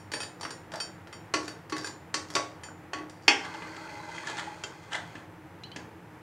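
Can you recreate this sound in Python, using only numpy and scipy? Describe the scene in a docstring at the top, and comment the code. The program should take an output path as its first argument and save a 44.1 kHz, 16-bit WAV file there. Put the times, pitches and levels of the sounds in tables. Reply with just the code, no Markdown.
"""In a small kitchen, a slotted steel skimmer nudges fried sweets around a saucepan of syrup.
It tinkles on the side, knocks on the bottom, clangs once on the wall and scrapes up the sweets.
Blows are noise cracks with dying modes; scraping is stick-slip clicks through resonances.
Syrup bubbles and drips are rising sines; filtered noise makes the air, wavering sines an appliance's hum.
"""
import sys
import numpy as np
from scipy import signal
from scipy.fft import rfft, irfft
from scipy.io import wavfile

SR = 44100
rng = np.random.default_rng(int(sys.argv[2]) if len(sys.argv) > 2 else 0)


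def wav_record(signal):
    """Record a signal, one row per channel, as 16-bit PCM in the file named by sys.argv[1]."""
    frames = np.transpose(np.atleast_2d(signal))
    bounded = np.clip(frames, -1, 1)
    # unit amplitude maps onto the largest positive 16-bit level
    quanta = np.round(bounded * 32767).astype(np.int16)
    wavfile.write(sys.argv[1], SR, quanta)


N = 274283
TIME = np.arange(N) / SR
SHORT = TIME[:SR * 2 // 3]  # time axis of one ring or echo


def gain_of(db):
    """Level law: decibels to amplitude."""
    return 10 ** (np.asarray(db) / 20)


def evened(x):
    """Normalisation: scales to rms 1."""
    return x / np.sqrt(np.mean(x ** 2) + 1e-20)


def read(points, hz):
    """Interpolation of a table along a logarithmic frequency axis."""
    f, value = np.transpose(points)
    return np.interp(np.log(hz + 1), np.log(f + 1), value)


def add(mix, s, sound):
    """Superposition: mixes a sound in at time s, cutting what falls outside."""
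    start = round(s * SR)
    sound = sound[max(-start, 0):]
    part = mix[max(start, 0):][:len(sound)]
    part += sound[:len(part)]


def coloured(x, *spectra, size=4096):
    """Minimum-phase filtering: a causal filter whose gain is the sum of some dB spectra."""
    hz = abs(np.fft.fftfreq(size, 1 / SR))
    log_gain = np.log(gain_of(sum(read(points, hz) for points in spectra)))
    # the Hilbert transform of the log gain gives the phase
    response = np.exp(np.conj(signal.hilbert(log_gain)))
    impulse = np.fft.ifft(response).real[:size // 2]
    return signal.fftconvolve(x, impulse)[:len(x)]


def drift(rate_hz):
    """Low-passed noise: a random wander of rms 1, slower for a lower rate."""
    hz = np.fft.rfftfreq(N, 1 / SR)
    noise = rfft(rng.standard_normal(N))
    return evened(irfft(noise * np.exp(-(hz / rate_hz) ** 2), N))


def slips(per_s, spread_db):
    """Stick and slip: random clicks of either sign, with sizes spread upwards or downwards in dB."""
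    size = gain_of(spread_db * np.minimum(rng.exponential(1, N), 4))
    happens = rng.random(N) < per_s / SR
    return evened(size * rng.choice([-1, 1], N) * happens)


def resonate(x, hz, width):
    """Resonance by heterodyning: a one-pole filter around the moving frequency hz."""
    turn = np.exp(2j * np.pi * np.cumsum(hz) / SR)
    r = np.exp(-np.pi * width / SR)
    return (turn * signal.lfilter([1 - r], [1, -r], x / turn)).real


# Colour of the steady air. Each row: frequency in Hz, gain in dB.
AIR_COLOUR = [(15, -66), (25, -28), (70, -16.5), (87, -3.5), (175, -5), (206, -17.5), (236, -8), (263, -18),
              (317, -2), (384, -14.5), (463, -9.5), (607, -15.5), (796, -12.5), (936, -11.5), (1020, -15.5),
              (1940, -19), (2110, -21), (3920, -35.5), (8590, -42.5), (12900, -44.5), (16000, -50)]
AIR_DB = -49.5  # rms before the slow drift


def air():
    """Broadband noise: a filtered rush whose level drifts a little."""
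    rush = evened(coloured(rng.standard_normal(N), AIR_COLOUR, size=16384))
    return gain_of(AIR_DB) * rush * gain_of(.5 * drift(rate_hz=6.2))


# Tones of the appliance. Each row: mean frequency in Hz, middle of the wandering level in dB.
HUM_TONES = [(100, -61.5), (176, -58), (308, -61.5)]


def appliance_hum():
    """Frequency and amplitude modulation: sines that waver in pitch and level."""
    hum = np.zeros(N)
    for hz, db in HUM_TONES:
        level = gain_of(db + 1.4 * drift(rate_hz=12))
        pitch = hz + 5.36 * drift(rate_hz=14.4)
        hum += level * np.sin(2 * np.pi * np.cumsum(pitch) / SR)
    return hum


# Decay of the room. Each row: frequency in Hz, time to fall 60 dB in seconds.
ECHO_T60 = [(150, 0.452), (400, 0.56), (1500, 0.4), (4000, 0.36), (8000, 0.34), (14000, 0.22)]
# Strength of the echo. Each row: frequency in Hz, level in dB relative to the sound sent in.
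ECHO_LEVEL = [(150, -0.5), (400, 5), (1200, -1), (3000, -3.5), (6000, -3.5), (12000, -3.5)]


def kitchen(x, first_s=0.0018):
    """Diffuse reverberation: dense reflections off counter and tiles, the high treble dying first."""
    hz, t, z = signal.stft(rng.standard_normal(len(SHORT)), SR, nperseg=256)
    decay = np.log(1000) / read(ECHO_T60, hz)[:, None]
    level = np.sqrt(2 * decay / SR) * gain_of(read(ECHO_LEVEL, hz))[:, None]
    z = z * np.exp(-decay * t) * level
    tail = signal.istft(z, SR, nperseg=256)[1][:len(SHORT)]
    # the echo fades in around the first reflection
    return signal.fftconvolve(x, tail * np.clip(SHORT / first_s - .5, 0, 1))[:N]


# The long slide: the skimmer presses steadily, eases off to a light touch, then leaves the pan.
PRESS_S, EASE_S, LIFT_S = 3.33, 4.35, 5.2  # when each stage begins
PRESS_RISE_S, EASE_FALL_S, LIFT_FALL_S = 0.026, 0.32, 0.11
PRESS_DB, TOUCH_DB, OFF_DB = -42, -54, -91


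def pressure_db(t):
    """Friction grows with contact pressure: press, hold, ease off, lift."""
    stages = [PRESS_S, PRESS_S + PRESS_RISE_S, EASE_S, EASE_S + EASE_FALL_S,
              LIFT_S, LIFT_S + LIFT_FALL_S]
    return np.interp(t, stages, [OFF_DB, PRESS_DB, PRESS_DB, TOUCH_DB, TOUCH_DB, OFF_DB])


BUBBLE_CYCLES = 58  # a bubble falls 60 dB in this many starting periods, so small ones are brief


def bubble(hz, t60, rise=2.05, onset_s=0.00022):
    """Volume resonance: a bubble rings briefly, its pitch rising as it nears the surface."""
    t = SHORT[:SR // 8]
    fade = np.exp(-np.log(1000) * t / t60) * (1 - np.exp(-t / onset_s))
    return fade * np.sin(2 * np.pi * hz * (t + rise * t ** 2))


# The clearest bubbles. Each row: start in seconds, starting pitch in Hz, level in dB.
CLEAR_BUBBLES = [(0.738, 643, -36), (0.748, 856, -35), (1.845, 1580, -28), (2.686, 1483, -37),
                 (4.181, 1990, -30.5), (4.273, 1680, -26), (4.386, 3520, -32), (4.475, 826, -32),
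                 (4.931, 3010, -26), (4.945, 1996, -23)]


def plops():
    """Damped bubble resonance: single bubbles in the syrup."""
    out = np.zeros(N)
    for s, hz, db in CLEAR_BUBBLES:
        add(out, s, gain_of(db) * bubble(hz, BUBBLE_CYCLES / hz))
    return out


# Small bubbles stirred up by the slide.
GURGLE_HZ, GURGLE_OCTAVES = 714, 2  # lowest starting pitch and range
GURGLE_DB = 7  # the loudest, relative to the pressure level
GURGLE_SPREAD_DB, GURGLE_DB_PER_OCTAVE = 2, -3.5


def gurgle(count=70):
    """Random superposition of small bubbles whose level follows the push of the skimmer."""
    out = np.zeros(N)
    for when, smallness, weakness in rng.random((count, 3)):
        s = PRESS_S + when * (LIFT_S - PRESS_S)
        octaves = GURGLE_OCTAVES * smallness
        hz = GURGLE_HZ * 2 ** octaves
        db = pressure_db(s) + GURGLE_DB - GURGLE_SPREAD_DB * weakness
        db += GURGLE_DB_PER_OCTAVE * octaves
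        add(out, s, gain_of(db) * bubble(hz, BUBBLE_CYCLES / hz))
    return out


# Colour of a landing drop. Each row: frequency in Hz, gain in dB.
SPLASH_COLOUR = [(500, -25), (2500, -3), (4200, 5), (5500, -6), (8000, -17), (12000, -25)]
DRIP_T60_S, DRIP_SWELL_S = 0.086, 0.0022
SPLASH_DB, SPLASH_S = 5.5, 0.003  # gain of the landing tick over its bubble, time constant


def drip(hz):
    """Impact and entrainment: a drop ticks on the syrup while its bubble swells and rings."""
    tone = bubble(hz, DRIP_T60_S, onset_s=DRIP_SWELL_S)
    tick = np.exp(-SHORT[:len(tone)] / SPLASH_S) * rng.choice([-1, 1], len(tone))
    return tone + gain_of(SPLASH_DB) * coloured(tick, SPLASH_COLOUR)


# Syrup dripping back from the lifted skimmer.
# Each row: start in seconds, starting pitch in Hz, bubble level in dB.
FALLING_DRIPS = [(5.636, 3950, -39), (5.640, 2900, -43.5), (5.717, 2950, -40.5)]


def drips():
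    """Entrained-bubble resonance: each falling drop traps a bubble."""
    out = np.zeros(N)
    for s, hz, db in FALLING_DRIPS:
        add(out, s, gain_of(db) * drip(hz))
    return out


def strokes(rows, shape, per_s, lumpy_db):
    """Modulated friction: short bell-shaped swells of clumped slips."""
    # the length spans the points where the swell is 1/e of its height
    force = sum(gain_of(db) * np.exp(-(2 * (TIME - s) / length) ** 2) for s, length, db in rows)
    clumped = slips(per_s, spread_db=-2.0) * gain_of(lumpy_db * drift(rate_hz=140))
    return force * evened(coloured(clumped, shape))


# Sweets shifting. Each row: peak time in seconds, length in seconds, level in dB before a 6 dB cut.
SLOSH_SWELLS = [(0.745, 0.063, -41), (2.69, 0.077, -43.5), (3.04, 0.031, -46.5)]
# Colour of a slosh. Each row: frequency in Hz, gain in dB.
SLOSH_COLOUR = [(60, -24), (200, 3), (350, -7), (700, 2), (1500, -4.5), (2500, -29), (6000, -36.5),
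                (16000, -61.5)]


def sloshes():
    """Low-pitched granular friction: sweets shift in the syrup."""
    return gain_of(-6) * strokes(SLOSH_SWELLS, SLOSH_COLOUR, per_s=400, lumpy_db=3)


def ring(modes, spread_db):
    """Modal decay: dying sines; the point of contact changes the share of each."""
    hz, db, t60 = np.transpose(modes)[:, :, None]
    share, phase = rng.standard_normal(hz.shape), rng.random(hz.shape)
    fade = gain_of(db + spread_db * share) * np.exp(-np.log(1000) * SHORT / t60)
    return (fade * np.sin(2 * np.pi * (hz * SHORT + phase))).sum(0)


def blows(rows, clack_shape, modes, clack_db, ring_db, crack_s, rattle_s, rattle_db, spread_db):
    """Impact excitation: a crack, a brief rattle of dense modes, then the clear ring of the steel."""
    clacks, rings = np.zeros((2, N))
    t = SHORT[:SR // 6]
    fade = np.exp(-t / crack_s) + gain_of(rattle_db) * np.exp(-t / rattle_s)
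    # bending waves take a moment to spread over the steel
    fade = fade * (1 - np.exp(-t / 0.0012))

    def strike(s, db, treble_db, extra_db=0, thud_db=0):
        """Contact stiffness: a hard contact wakes the high modes, a heavy one the low modes."""
        contact = [(450, thud_db), (900, 0), (3200, 0), (4800, treble_db)]
        clack = coloured(fade * rng.choice([-1, 1], len(t)), clack_shape, contact)
        add(clacks, s, gain_of(db + clack_db) * clack)
        clear_ring = coloured(ring(modes, spread_db), contact)
        add(rings, s, gain_of(db + ring_db + extra_db) * clear_ring)

    for row in rows:
        strike(*row)
    return np.array([clacks, rings])


# Light touches. Each row: start in seconds, level in dB before the clack and ring gains,
# treble in dB, extra ring in dB.
TAP_ROWS = [(-0.04, -36.5, -6.5, 4.5), (0.1175, -27.5, -5.5, -3), (0.1362, -19.5, -13.5, 6.5),
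            (0.2039, -30, -15.5, 13), (0.2312, -30, -2.5, -4), (0.4100, -31, -4, -2), (0.4311, -27, -13, 6),
            (0.4506, -24, -14, -20), (0.5056, -32.5, -4, 1.5), (0.7185, -33, -9, -7),
            (0.7375, -28, -8.5, -16), (0.8018, -28.5, -12, 15.5), (1.0715, -38, -11.5, -13),
            (1.1277, -33.5, -16, 10), (1.4792, -26.5, -5.5, -5), (1.6972, -34.5, -2, -15),
            (1.7655, -26.5, -7, -18), (1.8450, -33, -7.5, 9), (1.8710, -29, -3.5, -12),
            (2.3020, -33.5, -2, -11), (2.6350, -34.5, -9.5, 7), (3.0965, -39.5, -1, -10)]
# Dense, quickly dying modes of a tap. Each row: frequency in Hz, gain in dB.
TAP_COLOUR = [(80, -33.5), (250, -7), (800, -2), (1700, 0.5), (2400, -9), (4000, -6), (4700, -2.5),
              (6500, -5.5), (9000, -13.5), (10000, -17), (11200, -17), (12500, -23), (16000, -16.5)]
# Modes of the free skimmer. Each row: frequency in Hz, mean level in dB, 60 dB decay in seconds.
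SKIMMER_MODES = [(2548, -16, .2), (3149, -21, .2), (3774, -24, .25), (4576, 0, .17), (4696, -3, .2),
                 (5498, -3, .26), (5572, -8, .3), (5916, -9, .26), (6944, -8, .28), (7078, -5, .33),
                 (8753, -10, .24), (8990, -7, .26), (10990, -20, .18), (11400, -21, .16), (12720, -25, .18)]


def taps():
    """Free vibration: light touches leave the skimmer ringing."""
    return blows(TAP_ROWS, TAP_COLOUR, SKIMMER_MODES, clack_db=8.0, ring_db=-10.5,
                 crack_s=0.0025, rattle_s=0.01, rattle_db=-9.5, spread_db=3.0)


# Chatter along the side. Each row: start in seconds, end in seconds, level of the slips in dB
# before the colour and the rasp and ring gains.
CHATTER_RUNS = [(0.139, 0.227, -38), (0.396, 0.54, -52.5), (0.72, 0.788, -42), (1.4, 1.456, -42),
                (1.762, 1.865, -38), (2.287, 2.354, -39.5), (3.134, 3.267, -58.5)]


def chatter():
    """Repeated excitation: short runs of slips along the side keep the free skimmer ringing."""
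    force = np.zeros(N)
    for start, end, db in CHATTER_RUNS:
        edges = [start - .005, start, end, end + 0.0052]
        force += gain_of(db) * np.interp(TIME, edges, [0, 1, 1, 0])
    contact = [(2000, -2.5), (5000, -2.0), (11000, -3.5)]
    drive = coloured(force * slips(per_s=420, spread_db=6.0), contact)
    steel = ring(SKIMMER_MODES, spread_db=8.0)
    rasp = gain_of(0.5) * coloured(drive, TAP_COLOUR)
    ringing = signal.fftconvolve(drive, steel / np.linalg.norm(steel))[:N]
    return np.array([rasp, gain_of(-9.5) * ringing])


# The edge lands under the syrup. Each row: start in seconds, level in dB before the clack and
# ring gains, treble in dB, extra ring in dB, thud in dB.
KNOCK_ROWS = [(1.3384, -16.5, -5.5, -1.5, -1), (1.7230, -27, -10.5, 4.5, -0.5),
              (2.1415, -21, 0, -3.5, -4.5), (2.3519, -18.5, -0.5, -6, 1), (2.3635, -19.5, -15, -1, -9),
              (2.9329, -24, -11, -2.5, 1), (2.9850, -40, -16, 6.5, 4.5)]
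# Dense, quickly dying modes of a knock. Each row: frequency in Hz, gain in dB.
KNOCK_COLOUR = [(60, -11), (220, -10.5), (330, 1.5), (650, 1), (1000, -1), (1900, 0), (3000, -4),
                (3800, -3.5), (4500, -0.5), (6200, -2), (9000, -11), (10300, -24), (12000, -24.5),
                (16000, -33.5)]
# Modes of the pan's bottom. Each row: frequency in Hz, mean level in dB, 60 dB decay in seconds.
BOTTOM_MODES = [(307, -4, .5), (342, -3, .28), (381, -7, .26), (450, -9, .2), (548, -12, .3),
                (1010, -8, .2), (1120, 3, .28), (1370, -11, .2), (1830, -9, .15), (2008, -8, .22),
                (2570, -9, .18), (3079, -8, .12), (4350, 0, .15), (4694, 1, .2), (5572, -4, .24),
                (5912, -1, .2), (7230, -7, .2), (8850, -12, .2)]


def knocks():
    """Plate modes: the skimmer's edge lands on the pan's bottom, some landings in close pairs."""
    return blows(KNOCK_ROWS, KNOCK_COLOUR, BOTTOM_MODES, clack_db=7.0, ring_db=-12,
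                 crack_s=0.0039, rattle_s=0.015, rattle_db=-13.5, spread_db=1.5)


# The blow on bare wall. Each row: start in seconds, level in dB before the clack and ring gains,
# treble in dB.
CLANG_ROWS = [(3.2799, -7, -6)]
# Dense, quickly dying modes of the clang. Each row: frequency in Hz, gain in dB.
WALL_COLOUR = [(80, -48), (260, -6), (500, -13.5), (850, -1.5), (1200, -2.5), (2500, 3.5), (3300, 5.5),
               (3900, -16.5), (5200, 5.5), (7100, -8.5), (7600, -11), (8700, -12.5), (11500, -31),
               (16000, -38)]
# Modes of the pan's wall. Each row: frequency in Hz, mean level in dB, 60 dB decay in seconds.
WALL_MODES = [(809, -3, .3), (951, -5, .28), (1462, -7, .28), (1598, -6, .28), (1697, -9, .2),
              (1899, -8, .18), (2113, -1, .24), (2232, -6, .24), (2404, -7, .3), (2514, 1, .16),
              (2680, 0, .22), (2775, -4, .18), (3132, -5, .25), (3232, -2, .23), (3347, -4, .25),
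              (4494, 15, .09), (5190, -4, .22), (5320, -2, .17), (6169, -9, .18), (7004, -4, .18),
              (8188, -13, .14)]


def clangs():
    """Shell modes: the skimmer strikes the bare wall."""
    return blows(CLANG_ROWS, WALL_COLOUR, WALL_MODES, clack_db=7.0, ring_db=-18.0,
                 crack_s=0.0034, rattle_s=.016, rattle_db=-13, spread_db=2.0)


# Catches on the pan. Each row: start in seconds, level in dB before the clack and ring gains,
# treble in dB, extra ring in dB.
TICK_ROWS = [(3.6204, -29.5, -30, -16), (3.7650, -34.5, -12, -12), (4.1808, -35.5, -17, -13),
             (4.2706, -32, -5, 1), (4.2975, -28.5, -10, -12), (4.3693, -34.5, -6, -8),
             (4.3875, -41, -18, -15), (4.6372, -28, -5, 9), (4.9310, -39, -3, 0), (5.1530, -32, -20, -4),
             (5.7611, -26, -12, -5)]
# Dense, quickly dying modes of a tick. Each row: frequency in Hz, gain in dB.
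TICK_COLOUR = [(80, -12), (300, 2.5), (800, -4), (1600, 4), (2300, -3.5), (3100, -3.5), (3900, -1.5),
               (4700, 2), (7000, 1.5), (9000, -12.5), (12000, -22), (16000, -63)]
# Modes of the loaded skimmer. Each row: frequency in Hz, mean level in dB, 60 dB decay in seconds.
LOADED_MODES = [(1300, -9, .08), (1700, -9, .08), (2690, 5, .07), (3170, -1, .08), (4560, -3, .1),
                (4780, -3, .06), (5900, -1, .05), (6550, -6, .12), (7100, -2, .14)]


def ticks():
    """Damped vibration: the skimmer, deadened by its load, catches on the pan."""
    return blows(TICK_ROWS, TICK_COLOUR, LOADED_MODES, clack_db=8.0, ring_db=-18.5,
                 crack_s=0.0025, rattle_s=0.011, rattle_db=-13.5, spread_db=3.0)


# Shoves under the sweets. Each row: peak time in seconds, length in seconds, level in dB
# before a 1.5 dB cut.
SHOVE_SWELLS = [(3.455, 0.021, -39), (3.545, 0.014, -40.5), (4.29, 0.052, -37), (4.392, 0.028, -30),
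                (4.95, 0.049, -31)]
# Colour of a shove. Each row: frequency in Hz, gain in dB.
SHOVE_COLOUR = [(100, -49), (400, -13.5), (800, 3), (1200, -2), (1700, 6.5), (2050, -1), (2450, -11),
                (3100, -2), (3900, -7), (5500, -14.5), (7000, -12.5), (9000, -20.5), (12000, -37),
                (16000, -50)]


def shoves():
    """Bursts of dry friction: hard shoves under the sweets."""
    return gain_of(-1.5) * strokes(SHOVE_SWELLS, SHOVE_COLOUR, per_s=1100, lumpy_db=1.5)


# Colour of the low grinding. Each row: frequency in Hz, gain in dB.
GRIND_COLOUR = [(150, -42.5), (250, -18.5), (319, 1.5), (464, -6), (625, -7.5), (714, -21), (815, 6.5),
                (1370, -3.5), (1550, 11.5), (1870, -5.5), (2040, 4), (2780, -33.5), (3500, -36),
                (4550, -38), (7700, -120)]
# Colour of the fine grit. Each row: frequency in Hz, gain in dB.
GRIT_COLOUR = [(1400, -21), (2500, 6.5), (2850, -10.5), (3200, 4.5), (3750, -8), (4300, -5.5), (5500, -11),
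               (6900, -4), (7600, -13.5), (9100, -9), (10000, -24), (11200, -26), (14000, -45.5)]
# Modes of the pan under the pressing skimmer.
# Each row: mean frequency in Hz, width in Hz, level in dB relative to the other modes.
PRESSED_MODES = [(329.3, 14, 0.5), (599, 36, -2), (908, 50, -2), (1296, 40.6, -6), (1630, 40, -12),
                 (2105, 21.6, -5), (4230, 350, -2.5)]
# Grit grows as the rim climbs from the syrup onto bare steel.
CLIMB_S, BARE_S = 4.04, 4.16
GRIT_WET_DB, GRIT_BARE_DB = -19, -10  # relative to the pressure level


def scoop():
    """Stick-slip friction: the loaded skimmer grinds over the pan's damped modes, with fine grit on top."""
    drive = evened(slips(per_s=1200, spread_db=0.0) * gain_of(0.67 * drift(rate_hz=98)))
    body = np.zeros(N)
    for hz, width, db in PRESSED_MODES:
        # the resonances wander as the point of contact travels
        moving_hz = hz * (1 + .018 * drift(rate_hz=7.1))
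        body += gain_of(db) * evened(resonate(drive, moving_hz, width))
    grind = gain_of(-9.0) * evened(coloured(drive, GRIND_COLOUR)) + gain_of(-12.0) * evened(body)
    grit_gain = gain_of(np.interp(TIME, [CLIMB_S, BARE_S], [GRIT_WET_DB, GRIT_BARE_DB]))
    grit = grit_gain * evened(coloured(drive, GRIT_COLOUR))
    return gain_of(pressure_db(TIME)) * (grind + grit)


# Microphone response. Each row: frequency in Hz, gain in dB.
MIC_RESPONSE = [(30, -12), (70, 0.5), (11400, 0.5), (12300, -11), (16000, -11)]


def scene():
    """Superposition of steel, syrup and room at one point above the pan."""
    clacks, rings = taps() + knocks() + clangs() + ticks() + chatter()
    broad = clacks + scoop() + shoves() + sloshes()
    bubbles = plops() + drips() + gurgle()
    # the bubbles and clear rings send less into the room
    room = kitchen(broad + gain_of(-3.5) * bubbles + gain_of(-13) * rings)
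    heard = coloured(broad + bubbles + rings + room, MIC_RESPONSE)
    return np.tile(heard + air() + appliance_hum(), (2, 1))


def record(dry):
    """Noise floor and band limit: a trace of hiss in each channel, then a low-pass."""
    hiss = gain_of(-73.5) * rng.standard_normal(dry.shape)
    low_pass = signal.firwin(511, 15850, window=("kaiser", 9), fs=SR)  # cutoff in Hz
    return signal.oaconvolve(dry + hiss, low_pass[None], "same")


dry = scene()
out = record(dry)
wav_record(out)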